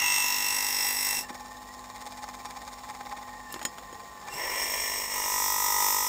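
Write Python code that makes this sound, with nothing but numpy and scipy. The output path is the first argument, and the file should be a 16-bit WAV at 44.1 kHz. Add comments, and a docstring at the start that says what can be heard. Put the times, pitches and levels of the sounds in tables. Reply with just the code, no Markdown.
"""At a workbench, close to the microphone, a steel blade is ground twice on a thin wheel spun by a motor.
Grit and a high spot replayed every turn excite the blade's resonances, so the steel buzzes at the shaft rate.
Light touches squeal, the blade rubs along the tool rest, and knocks on it add crack, ring and thump.
Behind lie a bearing's rattle bursts at the cage rate, shaft harmonics, filtered noise and a thin whine."""
import sys
import numpy as np
from scipy import signal
from scipy.fft import rfft, irfft
from scipy.io import wavfile
from scipy.ndimage import uniform_filter1d, map_coordinates

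SR = 44100
rng = np.random.default_rng(int(sys.argv[2]) if len(sys.argv) > 2 else 0)


def store_wav(level_fs):
    """Save 16-bit WAV to argv[1]."""
    pcm = np.round(np.clip(np.atleast_2d(level_fs), -1, 1) * 32767)
    wavfile.write(sys.argv[1], SR, pcm.T.astype(np.int16))


N = 268128
TIME = np.arange(N) / SR

# Shaft speed, sagging under load: t/s, rate/(turns per second)
SHAFT_SPEED = [(0, 49.54), (.33, 49.52), (.65, 49.7), (1.1, 49.69), (1.25, 49.88), (5.25, 49.84),
               (5.45, 49.65), (5.65, 49.57), (5.9, 49.66)]


def amp(db):
    """Level to amplitude: 20 dB is a factor of ten."""
    return 10 ** (np.asarray(db) / 20)


def unit(x):
    """Power normalisation: scales to rms 1."""
    return x / np.sqrt(np.mean(x ** 2) + 1e-20)


def curves(rows):
    """Linear interpolation: each column of a timed table, at every sample."""
    t, *columns = np.transpose(rows)
    return [np.interp(TIME, t, column) for column in columns]


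def wander(rate_hz):
    """Band-limited random drift: noise under a Gaussian spectrum, of rms 1."""
    hz = np.fft.rfftfreq(N, 1 / SR)
    spectrum = rfft(rng.standard_normal(N)) * np.exp(-(hz / rate_hz) ** 2)
    return unit(irfft(spectrum, N))


def high_pass(x, hz):
    """Second-order Butterworth filtering: passes what lies above the cutoff."""
    return signal.sosfilt(signal.butter(2, hz, "high", fs=SR, output="sos"), x)


def colour(x, slope, modes, size=8192):
    """Minimum-phase resonance: a broad slope with peaks and dips, causal, so modes ring after each grain."""
    hz = np.fft.rfftfreq(size, 1 / SR)
    f, slope_db = np.transpose(slope)
    db = np.interp(np.log(hz + 1), np.log(f), slope_db)
    for centre, width, height in modes:
        db = db + height / (1 + (2 * (hz - centre) / width) ** 2)
    # the phase of a causal response is the Hilbert transform of its log gain
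    log_gain = np.log(amp(np.r_[db, db[-2:0:-1]]))
    response = np.exp(signal.hilbert(log_gain).conj())
    taps = np.fft.ifft(response).real[:size // 2]
    return signal.oaconvolve(x, taps)[:N]


def halves(x):
    """Complementary crossover: the parts below and above 3.2 kHz, each of rms 1."""
    below = 1 / (1 + (np.fft.rfftfreq(N, 1 / SR) / 3200) ** 8)
    low = irfft(rfft(x) * below, N)
    return np.array([unit(low), unit(x - low)])


def shaft_turns(since_s):
    """Phase as the integral of rate: turns made by the wheel since a given moment."""
    turns = np.cumsum(curves(SHAFT_SPEED)[0]) / SR
    return turns - np.interp(since_s, TIME, turns)


def lobe(turns, width):
    """Periodic modulation: a smooth bump once a turn, its width in turns."""
    return np.exp(-(np.sin(np.pi * turns) / (np.pi * width)) ** 2)


def grit(high_spot_s, bite, bite_width, second_bite, second_at, wear_hz, memory, lead_s, spread_s, bump,
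         size=888):
    """Periodic excitation: grains round the rim replayed every turn, their fine detail wearing."""
    # How firmly the edge sits on the wheel: t/s, share of power that repeats each turn (0-1)
    grip_table = [(0, .98), (.95, 0.92), (1.2, 0.74), (4.35, 0.44), (5.15, 0.63), (5.33, 0.93)]
    judder_per_turn = 20  # the edge judders on the high spot at this multiple of the shaft rate

    turns = shaft_turns(high_spot_s) + .5
    turns -= np.floor(turns[0])
    angle = np.arange(size) / size - .5  # in turns, the high spot at zero
    pressure = 1 + bite * lobe(angle, bite_width) + second_bite * lobe(angle - second_at, bite_width)

    # the lasting pattern is equally strong at every multiple of the shaft rate
    judder = bump * lobe(angle, .08) * np.cos(2 * np.pi * judder_per_turn * angle)
    lasting = rng.standard_normal(size) + judder
    for _ in range(2):
        phase = np.angle(rfft(lasting * pressure))
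        lasting = unit(irfft(np.exp(1j * phase)))

    # the wearing pattern is partly handed on from one turn to the next
    fresh = rng.standard_normal((int(turns[-1]) + 2, size))
    wearing = unit(signal.lfilter([1], [1, -memory], fresh, axis=0) * pressure)
    hz = np.arange(size // 2 + 1) * SHAFT_SPEED[0][1]
    kept = .98 / (1 + (hz / wear_hz) ** 2)  # lasting share of the power
    # the high spot shoves the blade a moment before its grains bite
    lead = np.exp(2j * np.pi * lead_s * 1800 * np.tanh(hz / 1800))
    lasting_part = np.sqrt(kept) * lead * rfft(lasting)
    wearing_part = np.sqrt(1 - kept) * rfft(wearing, axis=1)

    # bending waves of different pitch leave the steel at slightly different times
    delay_s = spread_s * unit(uniform_filter1d(rng.standard_normal(len(hz)), size=24))
    smear = np.exp(-2j * np.pi * np.cumsum(delay_s * np.tanh(hz / 3000)) * hz[1])
    rim = irfft(smear * (lasting_part + wearing_part), axis=1)
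    replayed = unit(map_coordinates(rim.ravel(), [turns * size], order=5, mode="nearest"))

    # a lightly held edge skips over the grains at random
    skips = rng.standard_normal(N) * amp(1.5 * wander(120))
    skipping = unit(skips * (1 + 0.083 * lobe(turns - .5, 0.11)))
    grip = np.clip(curves(grip_table)[0], 0, 1)
    return np.sqrt(grip) * replayed + np.sqrt(1 - grip) * skipping


def contact():
    """Contact mechanics: how fully the edge meets the wheel, 0-1, at its lift and its later return."""
    lift_s, release_s = 1.244, 0.058  # moment contact ends, and the time its release takes
    touch_s, attack_s = 4.29, .12  # moment contact begins again, and the time its attack takes
    leaving = np.clip((lift_s - TIME) / release_s, 0, 1)
    returning = np.clip((TIME - touch_s) / attack_s, 0, 1)
    return leaving, returning


def grind(force, touching, levels, hold, next_hold, shift_s, shift_length_s, flutter_db):
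    """Forced vibration: the grit rings the blade, whose resonances change as the hands shift their hold."""
    growl_power = 1.7  # the growl needs firm contact and follows this power of it; the hiss is in proportion
    shift = np.clip((TIME - shift_s) / shift_length_s + .5, 0, 1)
    before = halves(colour(force, *hold))
    after = halves(colour(force, *next_hold))
    steel = (1 - shift) * before + shift * after
    growl, hiss = steel * amp(curves(levels))
    ground = growl * touching ** growl_power + hiss * touching
    return ground * amp(flutter_db * wander(4.8))


def handling(slide_hz, slide_width_hz):
    """Friction-excited vibration: light touches make the edge squeal, sliding steel rubs dully on the rest."""
    # The edge brushing the wheel as it comes or goes: t/s at the middle, length/s, level/dB
    brushes = [(1.188, 0.12, -41), (3.548, 0.097, -49.5), (4.354, 0.091, -40.5)]
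    # Resonances of the lightly touched edge: f/Hz, width/Hz, height/dB
    squeal_modes = [(2747, 170, 30), (5300, 250, 24), (7470, 120, 22.5), (8020, 200, 22)]
    # The blade sliding along the tool rest: t/s, level/dB
    slide_levels = [(3.6, -75), (3.8, -60), (4.25, -57), (4.42, -44), (4.6, -51), (5.3, -73)]

    touch = sum(amp(db) * np.exp(-(2 * (TIME - s) / length) ** 2) for s, length, db in brushes)
    squeal = unit(colour(rng.standard_normal(N), [(300, 6), (3000, -9), (15000, -5)], squeal_modes))
    rub = rng.standard_normal(N) * amp(2 * wander(60))
    rub_slope = [(100, -28), (400, -7.5), (1500, -8.0), (8000, -28)]
    rub = unit(colour(rub, rub_slope, [(slide_hz, slide_width_hz, 12)]))
    return touch * squeal + amp(curves(slide_levels)[0]) * rub


def knocks(crack_t60, thump_hz, thump_t60):
    """Impulse response: steel touching rest or wheel gives a crack, the blade's decaying modes and a bench thump."""
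    # Impacts: t/s, crack level/dB, treble tilt/(dB per octave), ring level/dB, thump level/dB
    impacts = [(1.305, -36, -20, -66, -42), (3.5247, -32.5, 6.5, -57, -49), (3.5411, -32.5, -4, -52, -34.5),
               (3.561, -36, -13, -62, -52), (3.593, -39, -4.5, -58, -44), (3.615, -31.5, -11.5, -47.5, -40),
               (3.628, -36, -2, -50, -50), (3.6511, -24, -4.5, -31, -37), (3.783, -36.5, -7, -53, -47),
               (3.927, -41, -13.5, -51, -63)]
    # Modes of the loose blade: f/Hz, level/dB relative to the ring level, t60/s
    blade_modes = [(1860, -0.5, 0.058), (2650, -20, .07), (3206, -2.5, 0.069), (5200, -6, 0.13),
                   (6700, -11, .084), (6910, 7.5, 0.078), (8150, -2, 0.067), (10400, -22, .05),
                   (14700, -3, .04)]

    t = np.arange(SR // 4) / SR
    hz = np.fft.rfftfreq(len(t), 1 / SR)
    out = np.zeros(N + len(t))
    for s, crack_db, tilt_db, ring_db, thump_db in impacts:
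        tilt = amp(tilt_db * np.log2((hz + 500) / 3000))
        shape = tilt * hz ** 2 / (hz ** 2 + 700 ** 2) / np.hypot(1, hz / 10000)
        crack = unit(irfft(rfft(rng.standard_normal(len(t))) * shape, len(t)))
        crack *= amp(-60 * t / crack_t60) + amp(-36 - 60 * t / 0.16)  # fast decay over a faint tail

        ring = 0
        for f, db, t60 in blade_modes:
            ring = ring + amp(db - 60 * t / t60) * np.sin(2 * np.pi * (f * t + rng.random()))

        thump = sum(np.sin(2 * np.pi * thump_hz * ratio * t) for ratio in (.82, 1, 1.15)) / 2
        thump = thump * amp(-60 * t / thump_t60) * (1 - np.exp(-t / 0.0018))
        knock = amp(crack_db) * crack + amp(ring_db) * ring + amp(thump_db) * thump
        out[round(s * SR):][:len(t)] += knock
    return out[:N]


def bearing(level_db, chatter_db, burst_width, grain_db):
    """Amplitude modulation: balls rattle once a turn of their cage, over a faint steady chatter."""
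    # Rattle coming and going, before level_db and the beat: t/s, level/dB below 3.2 kHz, level/dB above
    rattle_levels = [(1.35, -38.5, -48), (1.6, -52, -52.5), (1.9, -44, -53), (2.05, -39, -44),
                     (2.46, -36.5, -46), (2.8, -39, -46.5), (3.17, -35, -52), (3.35, -43.5, -58.5),
                     (4.15, -53, -67), (4.29, -34.5, -47), (4.6, -56, -47)]
    # Broad slope of the housing: f/Hz, relative level/dB
    housing_slope = [(60, -5), (150, -8), (400, -6), (900, -19.5), (1500, -11), (3000, -33), (6000, -18),
                     (10000, -35.5), (15000, -35.5)]
    # Modes of the housing: f/Hz, width/Hz, height/dB
    housing_modes = [(398, 180, -11.5), (827, 82, 21.5), (1036, 116, 11), (1413, 110, -18.5),
                     (1630, 82, -15.5), (1845, 62, 4), (2160, 187, 16.5), (2167, 75, -21.5),
                     (2380, 50, 10.5), (3640, 560, 9), (5580, 84, 15), (5825, 460, -21.5), (8760, 1000, 3),
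                     (12100, 570, -11)]
    cage_ratio, cage_burst_s = .363, 2.678  # cage turns per shaft turn; time of one burst
    beat_db = 2  # bursts swell and sink as the cage drifts in and out of step with the shaft

    turns = shaft_turns(cage_burst_s)
    cage = cage_ratio * turns
    in_step = np.cos(2 * np.pi * (3 * cage - turns))
    strength_db = level_db + np.array(curves(rattle_levels)) + beat_db * in_step
    bursts = amp(chatter_db) + lobe(cage, burst_width) * amp(strength_db)
    balls = unit(rng.standard_normal(N) * amp(grain_db * wander(470)))
    out = 0
    for side, burst in enumerate(bursts):
        housing = high_pass(colour(balls * burst, housing_slope, housing_modes), 640)
        out = out + halves(housing)[side] * np.sqrt(np.mean(burst ** 2))
    return out


def motor(whirr_db, waver_db, throb_db):
    """Harmonic synthesis: wavering shaft tones, with a noise whirr of air and bearings and a low bench throb."""
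    # Tones: multiple of the shaft rate, level/dB with the rest free, level/dB with a hand on it
    tones = [(1, -62.5, -69), (2, -67, -70), (3, -92, -68.5), (4, -67, -64.5), (5, -55.5, -65),
             (10, -65.5, -64), (14, -65, -61), (15, -88, -99), (16, -55, -77), (17, -50, -57),
             (21, -51.5, -51.5), (23, -58, -55.5)]
    # Broad slope of the whirr: f/Hz, relative level/dB
    whirr_slope = [(60, -11.5), (150, -11.5), (400, -12.5), (900, -7), (1500, -21), (3000, -21),
                   (6000, -22.5), (10000, -30.5), (15000, -29)]
    # Modes of the whirr: f/Hz, width/Hz, height/dB
    whirr_modes = [(837, 37, 5), (1107, 150, 3), (1840, 340, 7.5), (5420, 300, 17.5), (5720, 1300, -15.5),
                   (7040, 1200, 13.5), (12431, 480, -4.4), (15067, 900, 10)]

    turns = shaft_turns(0) + 0.0013 * wander(3.1)
    # a hand on the rest damps the bench
    held = np.interp(TIME, [3.5, 3.7, 4.3, 4.6], [0.15, 0.92, 1, 0.33])
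    hum = 0
    for multiple, free_db, held_db in tones:
        db = free_db + held * (held_db - free_db) + waver_db * wander(7.0)
        hum = hum + np.sqrt(2) * amp(db) * np.sin(2 * np.pi * (multiple * turns + rng.random()))

    air = rng.standard_normal(N) * (1 + .5 * lobe(turns, 0.1))  # swells once a turn
    whirr = unit(high_pass(colour(air, whirr_slope, whirr_modes), 36))
    throb = np.sin(2 * np.pi * 58 * TIME + 1.4 * wander(8.2))
    return hum + amp(whirr_db) * whirr + amp(throb_db) * throb


def whine(hz, waver_hz, flicker_db):
    """Frequency modulation: a thin, unsteady tone of the free-running machine, stopped by the grinding load."""
    # Level while the wheel runs free, before flicker: t/s, level/dB
    whine_levels = [(1.38, -53), (1.8, -60), (2.8, -68), (3.5, -52.5), (3.7, -56.5)]
    turns = np.cumsum(hz + waver_hz * (wander(4.2) + wander(88))) / SR
    free = 1 - sum(contact())
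    level = amp(curves(whine_levels)[0] + flicker_db * wander(46))
    return np.sqrt(2) * free * level * np.sin(2 * np.pi * turns)


def scene():
    """Superposition: two grinding passes, touches and knocks over the running motor."""
    # Pass levels before trim, contact and flutter: t/s, growl level/dB below 3.2 kHz, hiss level/dB above
    first_levels = [(0.02, -29.5, -29), (0.164, -31.5, -27), (0.24, -32.5, -28), (0.746, -36.5, -28.5),
                    (0.912, -35.5, -28), (0.932, -39, -30), (1.112, -36.5, -29), (1.17, -39, -31)]
    second_levels = [(4.42, -34.5, -37), (4.712, -36, -31.5), (5.026, -37.5, -32), (5.082, -39, -35),
                     (5.146, -34, -30), (5.324, -33, -27.5), (5.844, -31, -27), (6.06, -33.5, -28)]
    # The blade in four holds, each a broad slope: f/Hz, relative level/dB
    # and its resonances and dips: f/Hz, width/Hz, height/dB
    pressed = [(60, -48), (150, -50), (400, -53), (900, -30), (1500, -28), (3000, -16), (6000, -25.5),
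               (10000, -30.4), (15000, -27.5)], [(322, 480, 27), (816, 36, 6), (976, 95, 23), (1093, 128, -20),
                                (1163, 400, 13.5), (1920, 37, 10), (2055, 360, 17), (2310, 290, -7.5),
                                (2662, 81, 22), (2791, 48, 19), (2900, 40, 10.5), (3000, 140, -19),
                                (4460, 450, -7), (5414, 100, 17.5), (5670, 260, 21), (6530, 520, 15.5),
                                (7334, 480, 7), (7930, 250, 12), (8320, 93, 20), (8440, 97, 16),
                                (10645, 88, 3), (11157, 260, 15), (12525, 86, -10.8), (13350, 131, 15.6),
                                (13854, 350, 15), (14600, 550, 13.5)]
    eased = [(60, -29), (150, -36), (400, -18.5), (900, -32), (1500, -28), (3000, -17), (6000, -17),
             (10000, -26.5), (15000, -23.5)], [(742, 61, -21), (824, 100, 15.5), (969, 145, 25), (1280, 70, 11), (1990, 17, 8),
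                            (1946, 740, 19.5), (2670, 130, 18.5), (2804, 110, 13.5), (2935, 390, -14.5),
                            (4423, 190, -20.5), (4970, 62, 8.5), (5310, 120, 14.5), (5596, 160, 17),
                            (5820, 180, 10.5), (6390, 1030, -12), (6640, 540, 16), (8008, 127, 25.5),
                            (8420, 140, 11), (9100, 267, 9.5), (10400, 130, -13), (10770, 77, 13),
                            (11130, 430, 13.5), (12870, 158, -26), (13150, 131, 17), (13900, 270, 12),
                            (14500, 490, 14)]
    skimming = [(60, -16), (150, -40), (400, -10), (900, -5.5), (1500, -24.5), (3000, -21.5), (6000, -12.5),
                (10000, -25), (15000, -13.5)], [(750, 51, -20), (1001, 30, 12), (1784, 61, 16), (1930, 36, 14.5),
                                  (2077, 460, 18.5), (2360, 150, 9), (2900, 560, 14), (3110, 150, -20.5),
                                  (3225, 110, 14), (4580, 740, -15), (5470, 63, 12), (5570, 960, 13),
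                                  (6050, 350, -13.6), (6700, 650, 5.5), (7970, 140, 14), (8380, 230, 21),
                                  (9353, 190, -14), (10630, 350, 12.5), (11960, 680, -15), (12400, 91, 11),
                                  (13560, 250, 13), (13700, 170, 2)]
    seated = [(60, -27), (150, -57), (400, -20.5), (900, -31.5), (1500, -13), (3000, -22.5), (6000, -8),
              (10000, -25.5), (15000, -17)], [(762, 70, -20), (856, 260, 20.5), (987, 186, 20), (1110, 78, -8.5),
                              (1257, 76, 16.5), (1530, 310, -19), (1956, 123, 11.5), (3200, 140, -13.5),
                              (3300, 98, 17), (3650, 170, 12), (4030, 1040, -11), (4690, 190, -19),
                              (5290, 71, 12), (5700, 430, 5), (6200, 200, -3.5), (7050, 140, 7),
                              (7740, 120, 7), (7990, 92, 10), (8430, 190, 17.5), (10800, 120, 12),
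                              (11320, 240, 16), (11900, 311, -11.5), (13000, 470, -19), (13240, 310, 25),
                              (13700, 120, 15), (14940, 260, 11.5)]

    leaving, returning = contact()
    force = grit(high_spot_s=.1025, bite=1.1, bite_width=0.12, second_bite=0.33, second_at=0.37,
                 wear_hz=5200, memory=0.76, lead_s=0.00299, spread_s=0.00181, bump=0.33)
    first = grind(force, leaving, first_levels, pressed, eased,
                  shift_s=0.47, shift_length_s=0.74, flutter_db=0.32)
    force = grit(high_spot_s=5.5235, bite=1.6, bite_width=0.17, second_bite=0.76, second_at=0.4,
                 wear_hz=5860, memory=0.88, lead_s=0.002987, spread_s=0.00124, bump=1.14)
    second = grind(force, returning, second_levels, skimming, seated,
                   shift_s=5.21, shift_length_s=0.54, flutter_db=0.5)
    grinding = amp(0.04) * first + amp(0.25) * second

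    touches = handling(slide_hz=458, slide_width_hz=250)
    clinks = knocks(crack_t60=0.034, thump_hz=311, thump_t60=0.11)
    rattle = bearing(level_db=-2.5, chatter_db=-58.5, burst_width=0.18, grain_db=4.0)
    running = motor(whirr_db=-51.5, waver_db=0.94, throb_db=-60.5)
    running = running + whine(hz=1837, waver_hz=28.38, flicker_db=3.5)
    return (grinding + touches + clinks + rattle + running)[None]


def record(dry):
    """Linear-phase low-pass filtering: the recorder's band limit."""
    edge_hz = 15650
    taps = signal.firwin(511, edge_hz, window=("kaiser", 9), fs=SR)
    return signal.oaconvolve(dry, taps[None], "same")


dry = scene()
out = record(dry)
store_wav(out)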